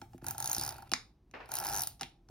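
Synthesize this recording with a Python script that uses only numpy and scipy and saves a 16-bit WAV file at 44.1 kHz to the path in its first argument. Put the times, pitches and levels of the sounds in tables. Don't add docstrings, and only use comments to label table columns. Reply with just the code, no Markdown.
import sys
import numpy as np
from scipy import signal
from scipy.fft import rfft, irfft
from scipy.io import wavfile

SR = 44100
rng = np.random.default_rng(int(sys.argv[2]) if len(sys.argv) > 2 else 0)


def put_to_file(sound):
    columns = np.atleast_2d(sound).T
    safe = np.clip(columns, -1, 1)
    whole_steps = np.round(safe * 32767)
    wavfile.write(sys.argv[1], SR, whole_steps.astype(np.int16))


N = 101429

# frequency in Hz, relative level in dB, T60 in seconds.
CASE_MODES = [(342.6, -22, 0.11), (680, -9.5, .07), (728.5, -3.5, 0.038), (802, -3.5, 0.092),
              (832.7, -5, 0.065), (874, -3, 0.065), (1166, -6, 0.013), (1360, -1.5, 0.016),
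              (1668, -6, 0.0097)]


def amp(db):
    return 10 ** (np.asarray(db) / 20)


def unit(x):
    return x / np.sqrt(np.mean(x ** 2) + 1e-20)


def read(points, hz):
    f, value = np.transpose(points)
    return np.interp(np.log(hz + 1), np.log(f + 1), value)


def add(mix, s, sound):
    part = mix[max(round(s * SR), 0):][:len(sound)]
    part += sound[:len(part)]


def colour(x, points, size=4096):
    log_gain = np.log(amp(read(points, abs(np.fft.fftfreq(size, 1 / SR)))))
    minimum_phase = np.exp(np.conj(signal.hilbert(log_gain)))
    taps = np.fft.ifft(minimum_phase).real[:size // 2]
    return signal.fftconvolve(x, taps / np.linalg.norm(taps))[:len(x)]


def burst(rise_s, decay_s, size=800):
    t = np.arange(size) / SR
    x = rng.standard_normal(size) * (1 - np.exp(-(t / rise_s) ** 2)) * np.exp(-t / decay_s)
    return x / np.linalg.norm(x)


def ring(modes, detune):
    t, out = np.arange(SR // 3) / SR, 0
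    for k, (hz, db, t60) in enumerate(modes):
        pitch = hz * (1 + detune * rng.standard_normal())
        out = out + (-1) ** k * amp(db - 60 * t / t60) * np.sin(2 * np.pi * pitch * t)
    return out


def spread(a, b, likeness):
    return np.sqrt((1 + likeness) / 2) * a + np.sqrt((1 - likeness) / 2) * np.array([b, -b])


def room_tone(level_db=-63.5):
    # frequency in Hz, relative level in dB.
    spectrum = [(20, -12), (40, 8.5), (75, -0.5), (130, -5.5), (250, -10.5), (345, -9), (480, -24.5),
                (750, -22.5), (1200, -33), (3000, -41.5), (6000, -44), (8000, -58.5), (12000, -56),
                (16000, -63)]
    a, b = (unit(colour(z, spectrum)) for z in rng.standard_normal((2, N)))
    return amp(level_db) * spread(a, b, likeness=.996)


def desk(rumble_db=-1):
    # start in seconds, level in dB.
    bumps = [(0.019, -51), (0.144, -46), (0.223, -47.5), (.578, -43.5), (0.92, -41.5), (0.939, -48.5),
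             (2.012, -51), (2.019, -48.5), (2.296, -48.5)]
    # frequency in Hz, relative level in dB, T60 in seconds.
    modes = [(108, -9, 0.1), (132, -12, .2), (175.7, -2.5, 0.1), (257.5, -3, 0.16), (343, -1, .14),
             (470, -6, .04), (620, -8.5, 0.05)]
    # time in seconds, relative rumble level in dB.
    pressure = [(0.0, -54.5), (0.03, -52), (0.08, -63), (0.15, -54.5), (0.21, -72), (0.24, -47),
                (0.54, -60), (0.58, -50), (0.75, -54.5), (0.88, -64), (0.93, -59), (1.2, -82),
                (1.73, -49.5), (2.0, -65.5), (2.04, -57), (2.14, -80), (2.28, -75), (2.3, -55.5)]
    # frequency in Hz, relative level in dB.
    spectrum = [(20, -26), (42, -6.5), (70, -2.5), (92, -2), (108, 5), (134, 5.5), (155, -13), (260, -11),
                (500, -37.5)]
    thuds = np.zeros(N)
    for s, db in bumps:
        add(thuds, s, amp(db) * ring(modes, detune=.01))
    weight = amp(rumble_db + np.interp(np.arange(N) / SR, *np.transpose(pressure)))
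    return thuds + weight * unit(colour(rng.standard_normal(N), spectrum))


def ratchet(rise_s=.0006, echo_s=.0021, echo_db=-12, case_lag_s=.002):
    # time in seconds, relative levels of tick and case ring in dB.
    teeth = [(0.0148, -58, -40), (0.2434, -41.5, -42), (0.2663, -29, -39.5), (0.284, -28.5, -45.5),
             (0.3089, -28.5, -38), (0.3474, -47, -39.5), (0.381, -30, -39.5), (0.4022, -28, -37),
             (0.4252, -28.5, -43), (0.4433, -28, -37), (0.4584, -26, -43), (0.475, -26.5, -48),
             (0.4969, -28.5, -39), (0.5151, -28, -41.5), (0.5303, -25, -51), (0.548, -27, -52),
             (0.5654, -30, -43), (0.582, -29.5, -67), (0.5962, -33, -62), (0.6118, -31.5, -42),
             (0.6246, -37, -51), (0.6361, -32.5, -41), (0.6494, -35.5, -65), (0.6637, -33.5, -54),
             (0.6774, -34, -39), (0.6907, -32.5, -53), (0.7074, -41, -44.5), (0.7238, -43, -45.5),
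             (0.743, -48, -52), (0.7651, -51, -67), (0.7825, -49, -41.5), (0.8046, -61, -79),
             (0.8227, -50, -43.5), (1.4902, -50.5, -44), (1.5109, -50, -40), (1.5176, -31, -40),
             (1.5387, -26.5, -47), (1.5535, -26.5, -39), (1.5688, -30.5, -37.5), (1.5867, -28.5, -39),
             (1.6007, -30.5, -37), (1.6137, -39.5, -36.5), (1.6259, -38.5, -36), (1.6385, -35, -58),
             (1.6484, -30.5, -38), (1.6575, -38, -35), (1.6682, -30.5, -44), (1.678, -36, -38),
             (1.6872, -31, -47), (1.6979, -31, -36), (1.7087, -41, -43), (1.7174, -38, -37),
             (1.7261, -34.5, -37), (1.7348, -31.5, -40), (1.7442, -31, -34.5), (1.7532, -33.5, -39),
             (1.7632, -30.5, -40.5), (1.7737, -32.5, -50), (1.7835, -31.5, -39), (1.7937, -29, -37),
             (1.8063, -29, -42), (1.8194, -25.5, -43.5), (1.8353, -26, -43), (1.8721, -25.5, -59)]
    # frequency in Hz, relative level in dB.
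    spectrum = [(200, -41.5), (800, -26), (1500, -19.5), (2200, -24), (3200, -19.5), (4000, -12.5),
                (5300, -10.5), (6500, -6.5), (8000, -17.5), (9000, -2.5), (9900, -8), (11000, -4),
                (12000, -7), (13000, -6), (14300, -8.5), (15400, 6.5), (16200, -16.5)]
    ticks, case = np.zeros((2, N))
    for s, tick_db, case_db in teeth:
        tick = amp(tick_db) * np.sqrt(160) * burst(rise_s, decay_s=.0007)
        add(ticks, s - rise_s / 2, tick)
        add(ticks, s + echo_s, amp(echo_db) * tick)
        add(case, s + case_lag_s * rng.random(), amp(case_db) * ring(CASE_MODES, detune=.02))
    return amp(-4) * colour(ticks, spectrum) + amp(-1) * case


def snaps(rise_s=.0003, crack_s=.00028):
    # start in seconds, level in dB, rattle decay in seconds,
    # top treble in dB, case ring level in dB.
    hits = [(.0157, -51.5, 0.002, -15, -59.5), (0.133, -66.5, 0.0019, -9, -53.5),
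            (0.1796, -51.5, 0.0012, 16, -57.5), (0.22, -71, .002, -5, -54.5),
            (0.894, -55.5, .001, 3.5, -68), (0.9169, -28.5, 0.0011, 5, -36), (0.9361, -26, .0004, -10, -44),
            (1.3125, -61.5, 0.00042, 1.5, -81.5), (1.4588, -54, 0.00044, 6.5, -72),
            (1.995, -56.5, 0.006, -8, -54.5), (2.0103, -31, .0015, 3.5, -37), (2.0188, -38, .0008, 7, -42),
            (2.032, -36.5, 0.00029, -10, -46), (2.287, -64, 0.00207, -6, -59)]
    # frequency in Hz, relative level in dB.
    spectrum = [(100, -12.5), (400, -8), (1000, -2), (1900, -5.5), (2600, -0.5), (4400, -3), (6000, 2.5),
                (8000, -10.5), (9500, -6.5), (11000, -16.5), (15500, -14.5), (16500, -25.5)]
    cracks, case = np.zeros((2, N))
    for s, db, rattle_s, top_db, case_db in hits:
        clean_share = np.exp(-(rattle_s / crack_s) ** 2 / 2)
        snap = np.sqrt(1 - clean_share) * burst(rise_s, rattle_s)
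        add(snap, rise_s / 2, np.sqrt([clean_share]))
        snap = colour(snap, [(7500, 0.00073), (12000, top_db)])
        add(cracks, s, amp(db) * np.sqrt(160) * snap)
        add(case, s, amp(case_db) * ring(CASE_MODES, detune=.04))
    return colour(cracks, spectrum) + case


def grains(per_s=2500, spread_db=4):
    size = amp(spread_db * np.minimum(rng.exponential(1, N), 4))
    return unit(size * rng.standard_normal(N) * (rng.random(N) < per_s / SR))


def rubbing():
    # time in seconds, relative levels of body and hiss in dB.
    strokes = [
        [(0.215, -51, -91), (0.229, -73, -90), (0.243, -46, -68), (0.257, -68, -73), (0.267, -42, -52),
         (0.365, -64, -52), (0.387, -52.5, -47.5), (0.635, -45.5, -46), (0.855, -62.5, -88), (0.88, -52.5, -78)],
        [(1.48, -73, -70.5), (1.494, -50.5, -51), (1.504, -54, -54), (1.514, -46.5, -62.5), (1.568, -47.5, -35),
         (1.622, -45, -59), (1.644, -43, -41), (1.788, -43, -47), (1.868, -62, -45.5), (1.95, -74, -59)],
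    ]
    # frequency in Hz, relative level in dB.
    body_spectrum = [(100, -10.5), (300, -6.5), (500, -8), (650, 1.5), (790, 7.5), (1050, -6), (1450, -4),
                     (2100, -11), (2700, -9.5), (3300, -16.5), (6000, -22)]
    hiss_spectrum = [(1500, -33.5), (3200, -3), (5000, -1.5), (6500, 0.5), (8000, -14), (11000, -4),
                     (15500, -10), (16500, -25.5)]
    t, body_level, hiss_level = np.arange(N) / SR, 0, 0
    for stroke in strokes:
        s, body_db, hiss_db = np.transpose(stroke)
        moving = (t > s[0]) & (t < s[-1])
        body_level = body_level + moving * amp(np.interp(t, s, body_db))
        hiss_level = hiss_level + moving * amp(np.interp(t, s, hiss_db))
    body = colour(body_level * grains(), body_spectrum)
    hiss = colour(hiss_level * grains(), hiss_spectrum)
    return amp(-3.5) * body + amp(-12.5) * hiss


def scrape(x, width_hz=780):
    # time in seconds, centre in Hz, gain of the added band in dB.
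    path = [(.26, 6400, -22.5), (.52, 6260, 8), (.59, 4800, 12.5), (.65, 5100, 11.5), (.74, 4450, 5),
            (1.5, 5550, -2), (1.68, 5330, 3.5), (1.77, 6240, 12.5), (1.83, 5400, 1), (1.88, 4640, -2.5)]
    s, hz, db = np.transpose(path)
    t = np.arange(N) / SR
    carrier = np.exp(2j * np.pi * np.cumsum(np.interp(t, s, hz)) / SR)
    pole = np.exp(-np.pi * width_hz / SR)
    band = 2 * (carrier * signal.lfilter([1 - pole], [1, -pole], x / carrier)).real
    return x + amp(np.interp(t, s, db)) * band


def far_knocks(rise_s=.0032, t60_s=.37):
    # start in seconds, level in dB.
    knocks = [(1.337, -43), (1.4, -47.5)]
    # frequency in Hz, relative level in dB.
    spectrum = [(100, -16), (250, -7), (420, 1.5), (800, 1), (1500, -3), (2600, -5), (3300, -16.5),
                (5400, -23.5), (9000, -51), (14000, -45)]
    t, power = np.arange(SR // 2) / SR, np.zeros(N)
    for s, db in knocks:
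        envelope = amp(db - 60 * t / t60_s) * np.minimum(t / rise_s, 1)
        add(power, s, envelope ** 2)
    a, b = (colour(np.sqrt(power) * z, spectrum) for z in rng.standard_normal((2, N)))
    return spread(a, b, likeness=.45)


def ports(x):
    # frequency in Hz, lead of the left in radians.
    phase = [(0, -3.5), (200, 0.8), (1100, 0.82), (2200, 0), (3000, 1.37), (5000, 0.78), (6400, 2.1),
             (7700, 2.5), (9500, 5), (11000, 7), (12500, 8), (14300, 9.5), (16000, 9.5)]
    # frequency in Hz, left minus right in dB.
    balance = [(100, 0), (350, 0.5), (800, -2), (1500, -2.3), (2500, 0.5), (4500, -1.5), (6000, 0.5),
               (16000, -0.5)]
    hz = np.fft.rfftfreq(2 * N, 1 / SR)
    half = amp(read(balance, hz) / 2) * np.exp(.5j * read(phase, hz))
    return irfft(rfft(x, 2 * N) * np.array([half, 1 / half]))[:, :N]


def room(x, wet_db, delay_s=.0026, early_db=-10, early_t60_s=.014):
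    # frequency in Hz, T60 in seconds.
    decay = [(150, .3), (600, 0.48), (1500, 0.21), (4000, 0.27), (7000, 0.22), (11000, 0.26), (16000, 0.11)]
    # frequency in Hz, relative level in dB.
    spectrum = [(100, 5.5), (800, -7), (2500, 3), (6000, -6), (10000, -4.5), (16000, 0)]
    hz, t, bands = signal.stft(rng.standard_normal((2, SR // 2)), SR, nperseg=256)
    bands = bands * amp(read(spectrum, hz)[:, None] - 60 * t / read(decay, hz)[:, None])
    tail = signal.istft(bands, SR, nperseg=256)[1]
    t = np.arange(tail.shape[1]) / SR
    tail = tail * (t > delay_s)
    early = rng.standard_normal(tail.shape) * amp(-60 * t / early_t60_s) * (t > delay_s / 2)
    echoes = amp(wet_db) * tail / np.linalg.norm(tail[0])
    echoes += amp(early_db) * early / np.linalg.norm(early[0])
    reflected = signal.fftconvolve(x[None], echoes, axes=1)[:, :N]
    left, right = x + spread(*reflected, likeness=.45)
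    return np.array([ports(left)[0], ports(right)[1]])


def scene():
    strokes = room(scrape(ratchet() + rubbing()), wet_db=-8.5)
    return strokes + room(snaps(), wet_db=-9) + desk() + far_knocks() + room_tone()


def record(dry, low_cut_hz=33, edge_hz=16300):
    low_cut = signal.butter(4, low_cut_hz, "high", fs=SR, output="sos")
    band_limit = signal.firwin(255, edge_hz, window=("kaiser", 8), fs=SR)
    return signal.oaconvolve(signal.sosfilt(low_cut, dry), band_limit[None], "same")


dry = scene()
out = record(dry)
put_to_file(out)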